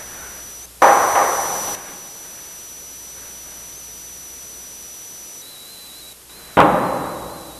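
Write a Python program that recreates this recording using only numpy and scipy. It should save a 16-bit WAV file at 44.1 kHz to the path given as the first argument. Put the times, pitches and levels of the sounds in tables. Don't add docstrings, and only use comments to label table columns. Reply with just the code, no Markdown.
import sys
import numpy as np
from scipy import signal
from scipy.fft import rfft, irfft, next_fast_len
from scipy.io import wavfile
from scipy.ndimage import uniform_filter1d, map_coordinates

SR = 44100
rng = np.random.default_rng(int(sys.argv[2]) if len(sys.argv) > 2 else 0)


def generate_wav(signal):
    frames = np.transpose(np.atleast_2d(signal))
    scaled = np.clip(frames, -1, 1) * 32767
    pcm = np.round(scaled).astype(np.int16)
    wavfile.write(sys.argv[1], SR, pcm)


N = 334719
TIME = np.arange(N) / SR

# hold_start_s, hold_s, level_db
SWISHES = [(0, 0.34, -44), (1.765, 0.086, -31.5), (2.242, 0.18, -39.5), (3.17, 0.065, -38.5),
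           (3.465, .13, -40.5), (6.393, .2, -48.5)]
# start_s, level_db, contact_t60_s, skin_smack_db
SLAP_CONTACTS = [(.807, -41, 0.016, -70), (.8195, -4, 0.088, -32), (.842, -14.5, 0.044, -40),
                 (.859, -11.5, 0.034, -37), (.879, -11, 0.062, -38), (.91, -17.5, 0.032, -45),
                 (1.0, -18, 0.014, -21), (1.1535, -11.5, 0.069, -16), (1.189, -13.5, 0.06, -18),
                 (1.216, -20, 0.027, -36), (1.246, -28, 0.1, -45), (1.311, -26, 0.053, -45),
                 (1.386, -38, .04, -50)]
STEP_CONTACTS = [(1.49, -36, .04, -70), (1.61, -33, 0.034, -70), (1.675, -29.5, 0.042, -70),
                 (1.735, -37, .04, -54), (1.885, -32, 0.044, -29), (6.188, -38, .02, -82)]
THUD_CONTACTS = [(6.5705, -5.5, 0.031, -21), (6.5768, -11, 0.018, -20), (6.589, -6.5, 0.082, -30),
                 (6.602, -7, 0.087, -14.5), (6.614, -12, 0.058, -16.5), (6.626, -12, 0.045, -45),
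                 (6.712, -21, 0.047, -50), (6.82, -23, 0.031, -62)]
# start_s, peak_db
OVERLOAD_CLICKS = [(6.6038, -3.5)]
# frequency_hz, relative_density_db
CLOTH_SPECTRUM = [(60, -3.5), (200, -4), (450, -2), (700, 0), (1000, -2.5), (1700, -0.5), (3000, -11.5),
                  (8000, -33)]
SLAP_SPECTRUM = [(30, -41), (120, -25), (180, -25.5), (230, -20), (350, -11), (550, -2.5), (750, -1),
                 (1150, -2), (1450, -8), (1900, -11.5), (2600, -24.5), (4000, -34), (8000, -43.5),
                 (14000, -70)]
SMACK_SPECTRUM = [(300, -54), (1500, 9.5), (2500, 7.5), (3600, -4.5), (5000, -23), (14000, -28)]
STEP_SPECTRUM = [(30, -19), (100, -16), (175, -3.5), (240, -8), (400, -3.5), (600, -13), (1200, -9),
                 (3000, -18), (14000, -60)]
THUD_SPECTRUM = [(25, -44), (60, -9), (95, -19.5), (130, -8), (290, -3), (440, -6), (560, 0.5), (680, -4.5),
                 (1200, -4), (1600, -14), (2500, -24.5), (3600, -31.5), (5000, -57), (14000, -55)]
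# centre_hz, width_hz, lift_db
HALL_MODES = [(127, 6.3, 6), (180.6, 7, 10.5), (265, 7.7, 0), (325, 12, 5), (520, 25, 3), (656, 7.4, -6.5),
              (808.6, 37, 7.5), (953, 39, 3), (1074, 26, 5), (1182, 20, 2.5), (1320, 33, 0.5),
              (1350, 18, -2.5)]
# frequency_hz, t60_s
HALL_DECAY = [(60, 3.7), (180, 1.96), (500, 2.18), (1100, 1.865), (2000, 1.84), (4000, 1.4), (10000, .3)]
# start_s, sound_gain_db, hiss_db, hum_db, whistle_db
TAPE_STRETCHES = [(0, 2.5, -38.5, -53.5, -38.5), (0.657, -2.5, -42.5, -52, -90),
                  (0.819, -2, -30, -52.5, -28.5), (1.753, -9, -39, -55, -39),
                  (5.416, -7, -39.5, -53.5, -43.5), (6.129, -14, -43.5, -57, -87),
                  (6.295, 0.5, -41, -55, -48)]
# frequency_hz, relative_density_db
HISS_SPECTRUM = [(20, -5), (90, 0), (200, 0.5), (450, 2), (900, -2.5), (2000, -5), (4000, -3), (7000, -1.5),
                 (12500, 1.5), (14000, -6.5)]
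SIDE_HISS_SPECTRUM = [(25, 4), (70, 0), (250, -1), (800, -3), (2000, -9.5), (4200, -2.5), (7000, -8.5),
                      (13000, 1)]
FIZZ_SPECTRUM = [(60, -9), (1000, -10), (2500, -10), (5000, -18), (14000, -21)]
# pitch_hz, level_db
HUM_PARTIALS = [(59.6, 1), (119.2, -10), (179.8, -8.5)]
# centre_s, rise_hz
WHISTLE_FLICKS = [(.645, 270.4), (3.779, 316.5)]
# after_crest_s, offset_hz
WARBLE_CYCLE = [(0, 176), (.025, 44.5), (.155, -4.5), (.185, -135), (.275, 108.5), (.312, -150),
                (.34, -29.5), (.39, -105), (.452, 28.5)]
WARBLE_CRESTS = [5.727, 6.378]


def amp(db):
    return 10 ** (np.asarray(db) / 20)


def unit(x):
    return x / np.sqrt(np.mean(x ** 2) + 1e-20)


def along(points, hz):
    knots_hz, values = np.transpose(points)
    return np.interp(np.log(hz + 1), np.log(knots_hz + 1), values)


def wobble(knots_per_s):
    return map_coordinates(rng.standard_normal(int(N * knots_per_s / SR) + 4), [TIME * knots_per_s])


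def filtered(x, response):
    size = next_fast_len(x.shape[-1] + SR // 4)
    return irfft(rfft(x, size) * response(np.fft.rfftfreq(size, 1 / SR)), size)[..., :x.shape[-1]]


def noise(spectrum):
    return unit(filtered(rng.standard_normal(N), lambda hz: amp(along(spectrum, hz))))


def cloth(rise_s=0.054, fade_db_per_s=56, uneven_db=1.2):
    power = np.zeros(N)
    for start_s, hold_s, level_db in SWISHES:
        swell = np.clip(1 + (TIME - start_s) / rise_s, 0, 1)
        fade_db = fade_db_per_s * np.maximum(TIME - start_s - hold_s, 0)
        power += (swell * amp(level_db - fade_db)) ** 2
    return np.sqrt(power) * amp(uneven_db * wobble(18)) * noise(CLOTH_SPECTRUM)


def hum(crest_s=3.77, beat_period_s=3.45):
    beat = np.abs(np.cos(np.pi * (TIME - crest_s) / beat_period_s))
    partials = sum(amp(db) * np.sin(2 * np.pi * (hz * TIME + rng.random())) for hz, db in HUM_PARTIALS)
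    return beat * np.sqrt(2) * partials


def whistle(high_hz=5926, low_hz=3980, drop_s=5.416, pause_s=6.2, warble_period_s=0.481):
    waver_hz, shake_hz, flutter_hz, shimmer_db = 17, 29.4, 30.6, 0.7
    high = high_hz + waver_hz * wobble(36)
    for centre_s, rise_hz in WHISTLE_FLICKS:
        high += rise_hz * np.exp(-((TIME - centre_s) / 0.016) ** 4)
    since_crest = TIME - np.where(TIME < pause_s, *WARBLE_CRESTS)
    warble = np.interp(since_crest, *np.transpose(WARBLE_CYCLE), period=warble_period_s)
    low = low_hz + warble + shake_hz * wobble(92)
    pitch_hz = np.where(TIME < drop_s, high, low) + flutter_hz * wobble(420)
    return amp(shimmer_db * wobble(330)) * np.sqrt(2) * np.sin(2 * np.pi * np.cumsum(pitch_hz) / SR)


def squeak(peak_s=0.25, half_width_s=0.051, level_db=-43.5, centre_hz=1460, width_hz=190):
    rub = filtered(rng.standard_normal(N), lambda hz: 1 / (1 + (2 * (hz - centre_hz) / width_hz) ** 2))
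    return amp(level_db) * unit(rub) / (1 + ((TIME - peak_s) / half_width_s) ** 2)


def burst(t, t60_s):
    return rng.standard_normal(len(t)) * np.exp(-np.log(1000) * t / t60_s)


def mat_response(spectrum, size=8192):
    hz = np.fft.rfftfreq(size, 1 / SR)
    modes_db = sum(lift / (1 + (2 * (hz - centre) / width) ** 2) for centre, width, lift in HALL_MODES)
    cepstrum = irfft(np.log(amp(along(spectrum, hz) + modes_db)))
    cepstrum[1:size // 2] *= 2
    cepstrum[size // 2 + 1:] = 0
    response = irfft(np.exp(rfft(cepstrum)))
    return response / np.linalg.norm(response)


def hall_tail(t):
    hz, age_s, bands = signal.stft(rng.standard_normal(len(t)), SR, nperseg=512)
    decay = amp(-60 * age_s / along(HALL_DECAY, hz)[:, None])
    return signal.istft(bands * decay, SR, nperseg=512)[1][:len(t)]


def impacts(contacts, spectrum, walls_db, walls_t60_s, hall_db, build_s, smack_t60_s):
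    t = np.arange(2 * SR) / SR
    build_up = 1 - np.exp(-t / build_s)
    blows, smacks = np.zeros((2, N + len(t)))
    for start_s, level_db, t60_s, smack_db in contacts:
        onset = round(start_s * SR)
        echoes = (amp(walls_db) * burst(t, walls_t60_s) + amp(hall_db) * hall_tail(t)) * build_up
        blows[onset:onset + len(t)] += amp(level_db) * (burst(t, t60_s) + echoes)
        smacks[onset:onset + len(t)] += amp(smack_db) * burst(t, smack_t60_s)
    body = signal.fftconvolve(blows, mat_response(spectrum))
    skin = signal.fftconvolve(smacks, mat_response(SMACK_SPECTRUM))
    return (body + skin)[:N]


def fizz(sound, relative_db=-41.5):
    envelope = uniform_filter1d(np.abs(sound), size=512)
    return amp(relative_db) * envelope * noise(FIZZ_SPECTRUM)


def overload_click(t60_s=0.00033):
    return sum(amp(peak_db) * (TIME >= start_s) * np.exp(-np.log(1000) * np.abs(TIME - start_s) / t60_s)
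               for start_s, peak_db in OVERLOAD_CLICKS)


def scene():
    slaps = impacts(SLAP_CONTACTS, SLAP_SPECTRUM, walls_db=-0.5, walls_t60_s=0.4,
                    hall_db=-6.5, build_s=0.0038, smack_t60_s=0.022)
    thuds = impacts(THUD_CONTACTS, THUD_SPECTRUM, walls_db=-5.5, walls_t60_s=0.24,
                    hall_db=-12.5, build_s=0.0023, smack_t60_s=0.053)
    steps = impacts(STEP_CONTACTS, STEP_SPECTRUM, walls_db=-3, walls_t60_s=0.3,
                    hall_db=-7, build_s=0.0063, smack_t60_s=0.051)
    hall = cloth() + squeak() + slaps + steps + thuds
    return np.tile(hall + overload_click(), (2, 1))


def record(dry):
    side_hiss_db, cutoff_hz = -17, 13400
    starts_s, *levels_db = np.transpose(TAPE_STRETCHES)
    stretch = np.searchsorted(starts_s, TIME, side="right") - 1
    sound_gain, hiss_gain, hum_gain, whistle_gain = amp(levels_db)[:, stretch]
    sound = sound_gain * dry
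    mid = sound + hiss_gain * noise(HISS_SPECTRUM) + hum_gain * hum() + whistle_gain * whistle()
    side = hiss_gain * amp(side_hiss_db) * noise(SIDE_HISS_SPECTRUM) + fizz(sound[0])
    stereo = mid + side * np.array([[1], [-1]])
    saturated = stereo / (1 + np.abs(stereo) ** 8) ** (1 / 8)
    return filtered(saturated, lambda hz: 1 / np.sqrt(1 + (hz / cutoff_hz) ** 120))


dry = scene()
out = record(dry)
generate_wav(out)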